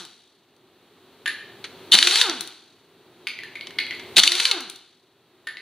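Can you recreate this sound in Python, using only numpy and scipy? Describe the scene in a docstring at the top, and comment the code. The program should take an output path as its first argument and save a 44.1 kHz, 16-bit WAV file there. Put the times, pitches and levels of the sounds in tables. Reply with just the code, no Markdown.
"""The vane motor of an air impact wrench coasts down in a garage, and a loose nut clacks on the concrete.
The socket knocks onto a wheel nut, the hammer rattles it loose and the motor whines up in two steps,
its exhaust hissing, and coasts down; nuts drop and hop. The cycle repeats and a last nut lands.
Sources are shaped noise, vane harmonics and fading modes, with an echo of decaying diffuse noise.
A limiter, held down at first, ducks under each burst and lets the room noise swell back slowly."""
import sys
import numpy as np
from scipy import signal
from scipy.fft import rfft, irfft
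from scipy.io import wavfile
from scipy.ndimage import uniform_filter1d

SR = 44100
rng = np.random.default_rng(int(sys.argv[2]) if len(sys.argv) > 2 else 0)


def file_out(sig):
    """Save sig as 16-bit WAV at sys.argv[1]."""
    # one column per channel
    cols = np.atleast_2d(sig).T
    # limit, then scale
    lim = np.clip(cols, -1, 1)
    pcm = np.round(lim * 32767).astype(np.int16)
    wavfile.write(sys.argv[1], SR, pcm)


N = 247401
T = np.arange(N) / SR  # s
HIT_T = T[:SR // 4]  # time axis of one hit, s
HZ = np.fft.rfftfreq(2 * N, 1 / SR)

# Spectrum of the ventilation noise. Each row: frequency in Hz, level in dB.
VENTILATION_SPECTRUM = [(25, -25), (70, -18.5), (100, -3.5), (170, -3.5), (210, -5.5), (260, 0.5),
                        (300, -4), (370, 6), (500, -7), (1000, -10.5), (2200, -17), (4000, -13.5),
                        (6000, -23), (15000, -29.5)]
# Reverberation time of the garage. 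Each row: frequency in Hz, 60 dB decay time in s.
ROOM_DECAY = [(150, 0.2), (400, 0.63), (1500, 0.59), (4000, 0.59), (10000, 0.33)]

# Dropped nuts reach the floor. Each row: start in seconds, clack in dB, pitch of the hollow in Hz,
# hollow in dB, clink in dB; TUMBLE shifts all three levels.
LANDINGS = [(1.2587, -11.5, 1740, -11, -20), (1.277, -12.5, 1900, -15, -14), (3.27, -10, 2320, -13, -27),
            (3.555, -27.5, 2220, -21.5, -36), (3.7862, -11.5, 2260, -15.5, -29),
            (5.4708, -13, 1900, -10, -17.5)]
# Strikes of one landing, from corner to face to rebound. Each row: delay in seconds, level shift in dB.
TUMBLE = [(0, -1.5), (.0033, -1), (.016, -8)]
# Light hops as a nut rolls away. Each row: start in seconds, clack in dB, pitch of the hollow in Hz.
HOPS = [(3.389, -23, 2000), (3.435, -23, 1900), (3.61, -23, 2150), (3.866, -29, 2250), (3.909, -22, 2084),
        (3.949, -33, 2200), (5.5705, -18.5, 2100)]
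# Spectrum of a nut's impact on concrete. Each row: frequency in Hz, level in dB.
CLACK_SPECTRUM = [(40, -54.5), (200, -32.5), (600, -27), (1000, -23), (1500, -9.5), (2000, -1.5),
                  (2700, -1.5), (3700, 0), (4550, 0), (5800, -11), (7000, -10.5), (8200, -19.5),
                  (10400, -14), (12500, -17.5), (15000, -17.5)]
# Modes of a nut's own steel. Each row: frequency in Hz, level in dB, 60 dB decay time in s.
NUT_MODES = [(6876, -1, 0.0043), (10100, 0.5, 0.0069), (10700, 0, .005)]

# The free nut chinks in the slowing socket. Each row: start in seconds, level in dB.
CHINKS = [(.051, -6), (.565, -33), (2.408, 7), (2.474, -5), (4.606, 3.5), (4.6986, 4), (4.759, -7)]
# The socket is seated on the next nut. Each row: start in seconds, level in dB, contact width in ms.
KNOCKS = [(1.6416, -17, 11), (3.67, -20.5, 3), (3.707, -29, 1.7), (3.996, -28, 3.5)]
# Modes of socket and anvil, damped by the hand and the nut.
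# Each row: frequency in Hz, level in dB, 60 dB decay time in s.
SOCKET_MODES = [(1450, -24.5, 0.021), (2094, -11.5, .02), (2850, -8, 0.0083), (3026, 3, .025),
                (3630, 0.5, 0.038), (3600, 3.5, .025), (4117, 1, .025), (4190, 2, 0.01), (4550, 0.5, 0.04),
                (5740, -9, 0.027), (9610, -5, 0.053)]
# Spectrum of a steel contact before its tilt. Each row: frequency in Hz, level in dB.
CRACK_SPECTRUM = [(40, -57), (300, -22), (900, -22), (1700, -5.5), (2600, -2), (3400, -1.5), (4400, 1.5),
                  (5600, 0), (8000, -4.5), (15000, -13)]

# Single hammer blows when the turning nut catches.
# Each row: start in seconds, level in dB, contact width in ms, ring in dB relative to the crack.
BLOWS = [(1.9515, 16, 2, -5), (1.9878, 21, 1.8, -3), (2.0265, 21, 3.5, -7.5), (2.0715, 20.5, 4, -20),
         (2.1095, 10, 2.8, -12), (2.157, 16.5, 3.3, -12), (2.2128, 20.5, 3.4, -3), (2.297, 9, 1, -10),
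         (4.168, 1.5, 3.5, -16), (4.1993, 19, 2, -7.5), (4.2348, 20.5, 5, -9.5), (4.2762, 26, 1.4, -2),
         (4.3194, 20.5, 2.5, -6.5), (4.3515, 15, 2.4, -6), (4.3996, 20, 4.2, -12), (4.453, 22, 4.5, -7.5),
         (4.5125, 19.5, 4.5, -3)]
# Fast hammering that breaks a nut loose.
# Each row: start in seconds, length in s, level at the end in dB, ring in dB relative to the crack.
HAMMERING = [(1.92, .027, 11, 4.5), (4.183, .014, 10, -8)]
HAMMER_HZ, HAMMER_SWELL_DB_PER_S, HAMMER_CONTACT_MS = 180, 340, 2.4

# Pulls of the trigger, the first a blip just before the sound begins.
# Each row: pressed in seconds, free to spin in seconds, released in seconds, level in dB.
TRIGGER_PULLS = [(-.08, -.026, -.026, 1.5), (1.915, 2.108, 2.213, .5), (4.161, 4.348, 4.479, -.3)]
# Spectrum of the exhaust. Each row: frequency in Hz, level in dB.
EXHAUST_SPECTRUM = [(50, -47), (120, -41.5), (300, -23.5), (560, -22), (800, -18), (1500, -12.5),
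                    (2600, -7), (3800, 1), (4500, 1), (5600, -2), (8000, -3.5), (10000, -7.5),
                    (15000, -17.5)]
# Spectrum of the vane tone before its tilt. Each row: frequency in Hz, level in dB.
VANE_SPECTRUM = [(80, -22), (180, -3.5), (270, -3), (370, 0), (450, -13.5), (560, -13), (780, -6.5),
                 (1050, -10), (1300, -5), (1520, -3.5), (1800, -11.5), (3000, -10.5), (5000, -10.5)]
# Vane rate at the first kick, while the nut is in the thread, and running free
KICK_HZ, LOADED_HZ, FREE_HZ = 138, 358, 535
SPIN_UP_HZ_PER_S, COAST_S = 1680, .19  # steady gain under air; time constant of the run-down
VALVE_OPEN_S, VALVE_CLOSE_S = .014, .019  # time constants of the air flow
EXHAUST_DB, EXHAUST_DB_PER_OCTAVE = 5.5, 4.5  # valve open; a faster motor passes more air
PUMPED_DB, PUMPED_DB_PER_OCTAVE = -12, 9  # air that the spinning vanes push out by themselves
TONE_DB, TONE_DB_PER_OCTAVE = -2, 20  # vane tone while coasting, and its fall at low speed
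TONE_DRIVEN_DB, TONE_SWELL_S = -5.5, .085  # vane tone under air; it builds as the vanes seal
GRUNT_DB, GRUNT_AT_S, GRUNT_WIDTH_S = -11.5, .038, .017  # the motor strains at the tight nut
DRIVEN_TILT_DB, COAST_TILT_DB = .7, -1.2  # per octave of harmonics: puffs are sharper under air
FULL_VOICE_HZ = 380  # above this vane rate, tone and air grow no louder

# Responses of the two microphone ports. Each row: frequency in Hz, level in dB.
LEFT_PORT = [(60, -2.5), (2000, 1), (4200, 2), (4700, -4), (5100, -18), (5600, 1), (6200, -3), (7000, -5.5),
             (8000, -8), (9000, -0.5), (10200, -2.5), (12000, -9), (15000, -19.5)]
RIGHT_PORT = [(60, -2.5), (2000, 1), (4200, 1), (4700, -0.5), (5100, -7.5), (5600, -21), (6200, -16.5),
              (7000, -13.5), (8000, -21.5), (9000, -17.5), (10200, -15), (12000, -8.5), (15000, -12.5)]
# Phase by which the left port leads. Each row: frequency in Hz, lead in radians.
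PORT_LEAD = [(1500, 0), (3500, .3), (4500, .15), (4900, 1), (5400, 2.8), (6100, -.6), (8000, .1),
             (10200, -2.2), (13000, -2.4), (15000, -1.3)]
TOP_HZ = 15600  # upper edge of the pass band


def undb(db):
    """Amplitude gain is ten to the power of decibels over twenty."""
    return 10 ** (np.asarray(db) / 20)


def unit(x):
    """Normalisation: scale a signal to rms 1."""
    return x / np.sqrt(np.mean(x ** 2))


def along(points, hz):
    """Interpolation of (Hz, value) points on a logarithmic frequency axis."""
    f, value = np.transpose(points)
    return np.interp(np.log(hz + 1), np.log(f), value)


def colour(x, points):
    """Minimum-phase filtering: folding the cepstrum makes a (Hz, dB) response causal."""
    n = 2 * x.shape[-1]
    log_gain = np.log(undb(along(points, np.fft.rfftfreq(n, 1 / SR))))
    cepstrum = irfft(log_gain)
    cepstrum[1:n // 2] *= 2
    cepstrum[n // 2 + 1:] = 0
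    response = np.exp(rfft(cepstrum))
    return irfft(rfft(x, n) * response)[..., :n // 2]


def diffuse(size, apart_hz=5600, slope=2.9):
    """Diffuse-field coherence: noise alike at both ports in the bass, unrelated in the treble."""
    mid, side = rfft(rng.standard_normal((2, size)))
    share = np.minimum(np.fft.rfftfreq(size, 1 / SR) / apart_hz, 1) ** slope
    opposed_side = share * side * np.array([[1], [-1]])
    return irfft((mid + opposed_side) / np.sqrt(1 + share ** 2), size)


def hit_level(x, db):
    """Impact energy: a hit is given the energy of 4 ms at this rms level."""
    return x * undb(db) / np.sqrt(np.sum(x ** 2) / (.004 * SR))


def ring(hz, t60, sag=0):
    """Damped mode: exponential decay, its pitch falling by the share sag as it dies away."""
    rise = 1 - np.exp(-HIT_T / .0003)
    pitch = hz * (1 + sag * (np.exp(-4 * HIT_T / t60) - 1))
    phase = 2 * np.pi * np.cumsum(pitch) / SR
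    return rise * np.cos(phase) * np.exp(-np.log(1000) * HIT_T / t60)


def modes(table, scatter_db=3, detune=0.0034):
    """Modal superposition: each stroke excites the modes in different proportion."""
    total = 0
    for hz, db, t60 in table:
        level_draw, pitch_draw, sign_draw = rng.standard_normal(3)
        gain = np.sign(sign_draw) * undb(db + scatter_db * level_draw)
        total = total + gain * ring(hz * (1 + detune * pitch_draw), t60)
    return total


def add(track, s, sound):
    """Linear superposition: mix a sound into the track at time s."""
    start = max(int(s * SR), 0)
    track[start:start + len(sound)] += sound[:N - start]


def ambience(level_db=-38.0):
    """Stationary diffuse noise: steady ventilation fills the garage."""
    return undb(level_db) * unit(colour(diffuse(N), VENTILATION_SPECTRUM))


def room(x, wet_db, early_db, early_s=0.018):
    """Reverberation: direct sound, dense near reflections and a tail whose decay depends on frequency."""
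    t, hz = T[:SR], np.fft.rfftfreq(SR, 1 / SR)
    noise, tail = rfft(diffuse(SR)), 0
    centres, t60s = np.transpose(ROOM_DECAY)
    for band, t60 in zip(np.eye(len(centres)), t60s):
        band_gain = along(np.c_[centres, band], hz)
        tail = tail + irfft(noise * band_gain) * np.exp(-np.log(1000) * t / t60)
    echo = tail * (1 + undb(early_db) * np.exp(-t / early_s)) * (t > .004)
    echo *= undb(wet_db) / np.sqrt(np.sum(echo ** 2) / 2)
    return x + signal.fftconvolve(x[None], echo, axes=1)[:, :N]


def nut_strike(clack_db, hz, hollow_db, clink_db, clack_s=0.0013, detune=.035):
    """Impact and resonance: concrete clack, steel clink, and a threaded hollow's tock sagging in pitch."""
    clack = colour(rng.standard_normal(len(HIT_T)) * np.exp(-HIT_T / clack_s), CLACK_SPECTRUM)
    pitch = hz * (1 + detune * rng.standard_normal())
    hollow = ring(pitch, .02, sag=.08)
    clink = modes(NUT_MODES)
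    return hit_level(clack, clack_db) + hit_level(hollow, hollow_db) + hit_level(clink, clink_db)


def nuts(hop_hollow_db=0, hop_clink_db=-39):
    """Repeated impact: a nut lands with a quick tumble; light hops are single strikes."""
    out = np.zeros(N)
    for s, clack_db, hz, hollow_db, clink_db in LANDINGS:
        for delay, db in TUMBLE:
            add(out, s + delay, nut_strike(clack_db + db, hz, hollow_db + db, clink_db + db))
    for s, clack_db, hz in HOPS:
        add(out, s, nut_strike(clack_db, hz, clack_db + hop_hollow_db, hop_clink_db))
    return out


def blow(db, contact_ms, ring_db, tilt_db_per_octave):
    """Contact and free vibration: milliseconds of grinding noise, with a brief ring of the socket."""
    contact = np.exp(-(HIT_T * 1000 / contact_ms) ** 2 / 2)
    spectrum = [(hz, level + tilt_db_per_octave * np.log2(hz)) for hz, level in CRACK_SPECTRUM]
    crack = colour(rng.standard_normal(len(HIT_T)) * contact, spectrum)
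    return hit_level(hit_level(crack, 0) + hit_level(modes(SOCKET_MODES), ring_db), db)


def socket():
    """Contact spectra: bright chinks of a free nut in the socket, duller knocks of seating on the next."""
    out = np.zeros(N)
    for s, db in CHINKS:
        add(out, s, blow(db, contact_ms=2.4, ring_db=-13, tilt_db_per_octave=6))
    for s, db, ms in KNOCKS:
        add(out, s, blow(db, ms, ring_db=-10.5, tilt_db_per_octave=-4.5))
    return out


def hammer(jitter_s=.0005, scatter_db=1.5):
    """Impulse trains: a swelling rattle breaks the nut loose; single blows sound when it catches."""
    out = np.zeros(N)
    for s, db, ms, ring_db in BLOWS:
        add(out, s, blow(db, ms, ring_db, tilt_db_per_octave=-.5))
    for s, length, db, ring_db in HAMMERING:
        for since in np.arange(0, length, 1 / HAMMER_HZ):
            swell_db = -HAMMER_SWELL_DB_PER_S * (length - since)
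            level_db = db + swell_db + scatter_db * rng.standard_normal()
            strike = blow(level_db, HAMMER_CONTACT_MS, ring_db, tilt_db_per_octave=3.2)
            add(out, s + since + jitter_s * rng.standard_normal(), strike)
    return out


def vane_rate(pressed, freed, released):
    """Rotor dynamics: speed rises to the thread's limit, again once the nut is free, then decays."""
    driven_s = np.minimum(T, released)
    in_thread = np.minimum(KICK_HZ + SPIN_UP_HZ_PER_S * np.maximum(driven_s - pressed, 0), LOADED_HZ)
    hz = np.minimum(in_thread + SPIN_UP_HZ_PER_S * np.maximum(driven_s - freed, 0), FREE_HZ)
    return hz * np.exp(-(T - driven_s) / COAST_S)


def motor(wobble=.032, coast_wobble=.022, chop=0.65, flutter_db=0.6, shake=0.28):
    """Periodic puffs: each vane's puff feeds shaky harmonics and chops the exhaust hiss at the same rate."""
    out, hiss = np.zeros(N), unit(colour(rng.standard_normal(N), EXHAUST_SPECTRUM))
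    slow = signal.butter(2, 90, fs=SR, output="sos")
    pitch_unrest, air_unrest, tone_unrest = unit(signal.sosfilt(slow, rng.standard_normal((3, N))))
    offsets = rng.uniform(0, 2 * np.pi, size=12)  # starting phases of the harmonics
    for pressed, freed, released, db in TRIGGER_PULLS:
        on = (T >= pressed) & (T <= released + 1)
        hz = vane_rate(pressed, freed, released)[on]
        since = T[on] - pressed
        opening = 1 - np.exp(-since / VALVE_OPEN_S)
        drive = np.exp(-np.maximum(T[on] - released, 0) / VALVE_CLOSE_S)
        coast = 1 - drive
        octaves = np.log2(np.minimum(hz / FULL_VOICE_HZ, 1))

        exhaust = undb(EXHAUST_DB + EXHAUST_DB_PER_OCTAVE * octaves) * drive
        air = exhaust + undb(PUMPED_DB + PUMPED_DB_PER_OCTAVE * octaves)

        sealed = (1 - np.exp(-since / TONE_SWELL_S)) ** 2
        grunt = undb(GRUNT_DB) * np.exp(-((since - GRUNT_AT_S) / GRUNT_WIDTH_S) ** 2)
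        driven_voice = (undb(TONE_DRIVEN_DB) * sealed + grunt) * drive
        voice = driven_voice + undb(TONE_DB + TONE_DB_PER_OCTAVE * octaves) * coast

        wobbling = (wobble * drive + coast_wobble * coast) * pitch_unrest[on]
        phase = 2 * np.pi * np.cumsum(hz * (1 + wobbling)) / SR
        tilt_db = DRIVEN_TILT_DB * drive + COAST_TILT_DB * coast
        tone = 0
        for k, offset in enumerate(offsets, 1):
            gain = undb(along(VANE_SPECTRUM, k * hz) + tilt_db * np.log2(k))
            tone = tone + gain * np.sin(k * phase + offset)
        gas = hiss[on] * (1 + chop * np.cos(phase)) * undb(flutter_db * air_unrest[on])
        shaky_tone = tone * (1 + shake * tone_unrest[on])
        out[on] += undb(db) * opening * (air * gas + voice * shaky_tone)
    return out


def scene():
    """Direct-to-reverberant balance: the close wrench is drier, the fallen nuts more reverberant."""
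    floor = room(nuts(), wet_db=-1.8, early_db=-1.5)
    steel = room(hammer() + socket(), wet_db=-8.5, early_db=2)
    vanes = room(motor(), wet_db=-6, early_db=1)
    return ambience() + floor + steel + vanes


def limiter(x, ceiling_db=-6.8, release_db_per_s=11.5, held_db=28):
    """Peak-hold gain control: ducks at once and recovers slowly, starting at least held_db down."""
    power = uniform_filter1d(np.mean(x ** 2, axis=0), size=120)
    over = np.maximum(10 * np.log10(np.abs(power) + 1e-12) - ceiling_db, 0)
    recovery = release_db_per_s * T
    duck = np.maximum(np.maximum.accumulate(over + recovery), held_db) - recovery
    return x * undb(-uniform_filter1d(duck, size=44))


def record(dry, hiss_db=-51):
    """Transduction: two resonant ports, preamp hiss, limiter, clipping and a steep low-pass."""
    left = undb(along(LEFT_PORT, HZ))
    right = undb(along(RIGHT_PORT, HZ)) * np.exp(-1j * along(PORT_LEAD, HZ))
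    at_ports = irfft(rfft(dry, 2 * N) * np.array([left, right]))[:, :N]
    heard = at_ports + undb(hiss_db) * rng.standard_normal((2, N))
    top_cut = signal.ellip(10, .2, 80, TOP_HZ, fs=SR, output="sos")
    return signal.sosfilt(top_cut, np.clip(limiter(heard), -1, 1))


dry = scene()
out = record(dry)
file_out(out)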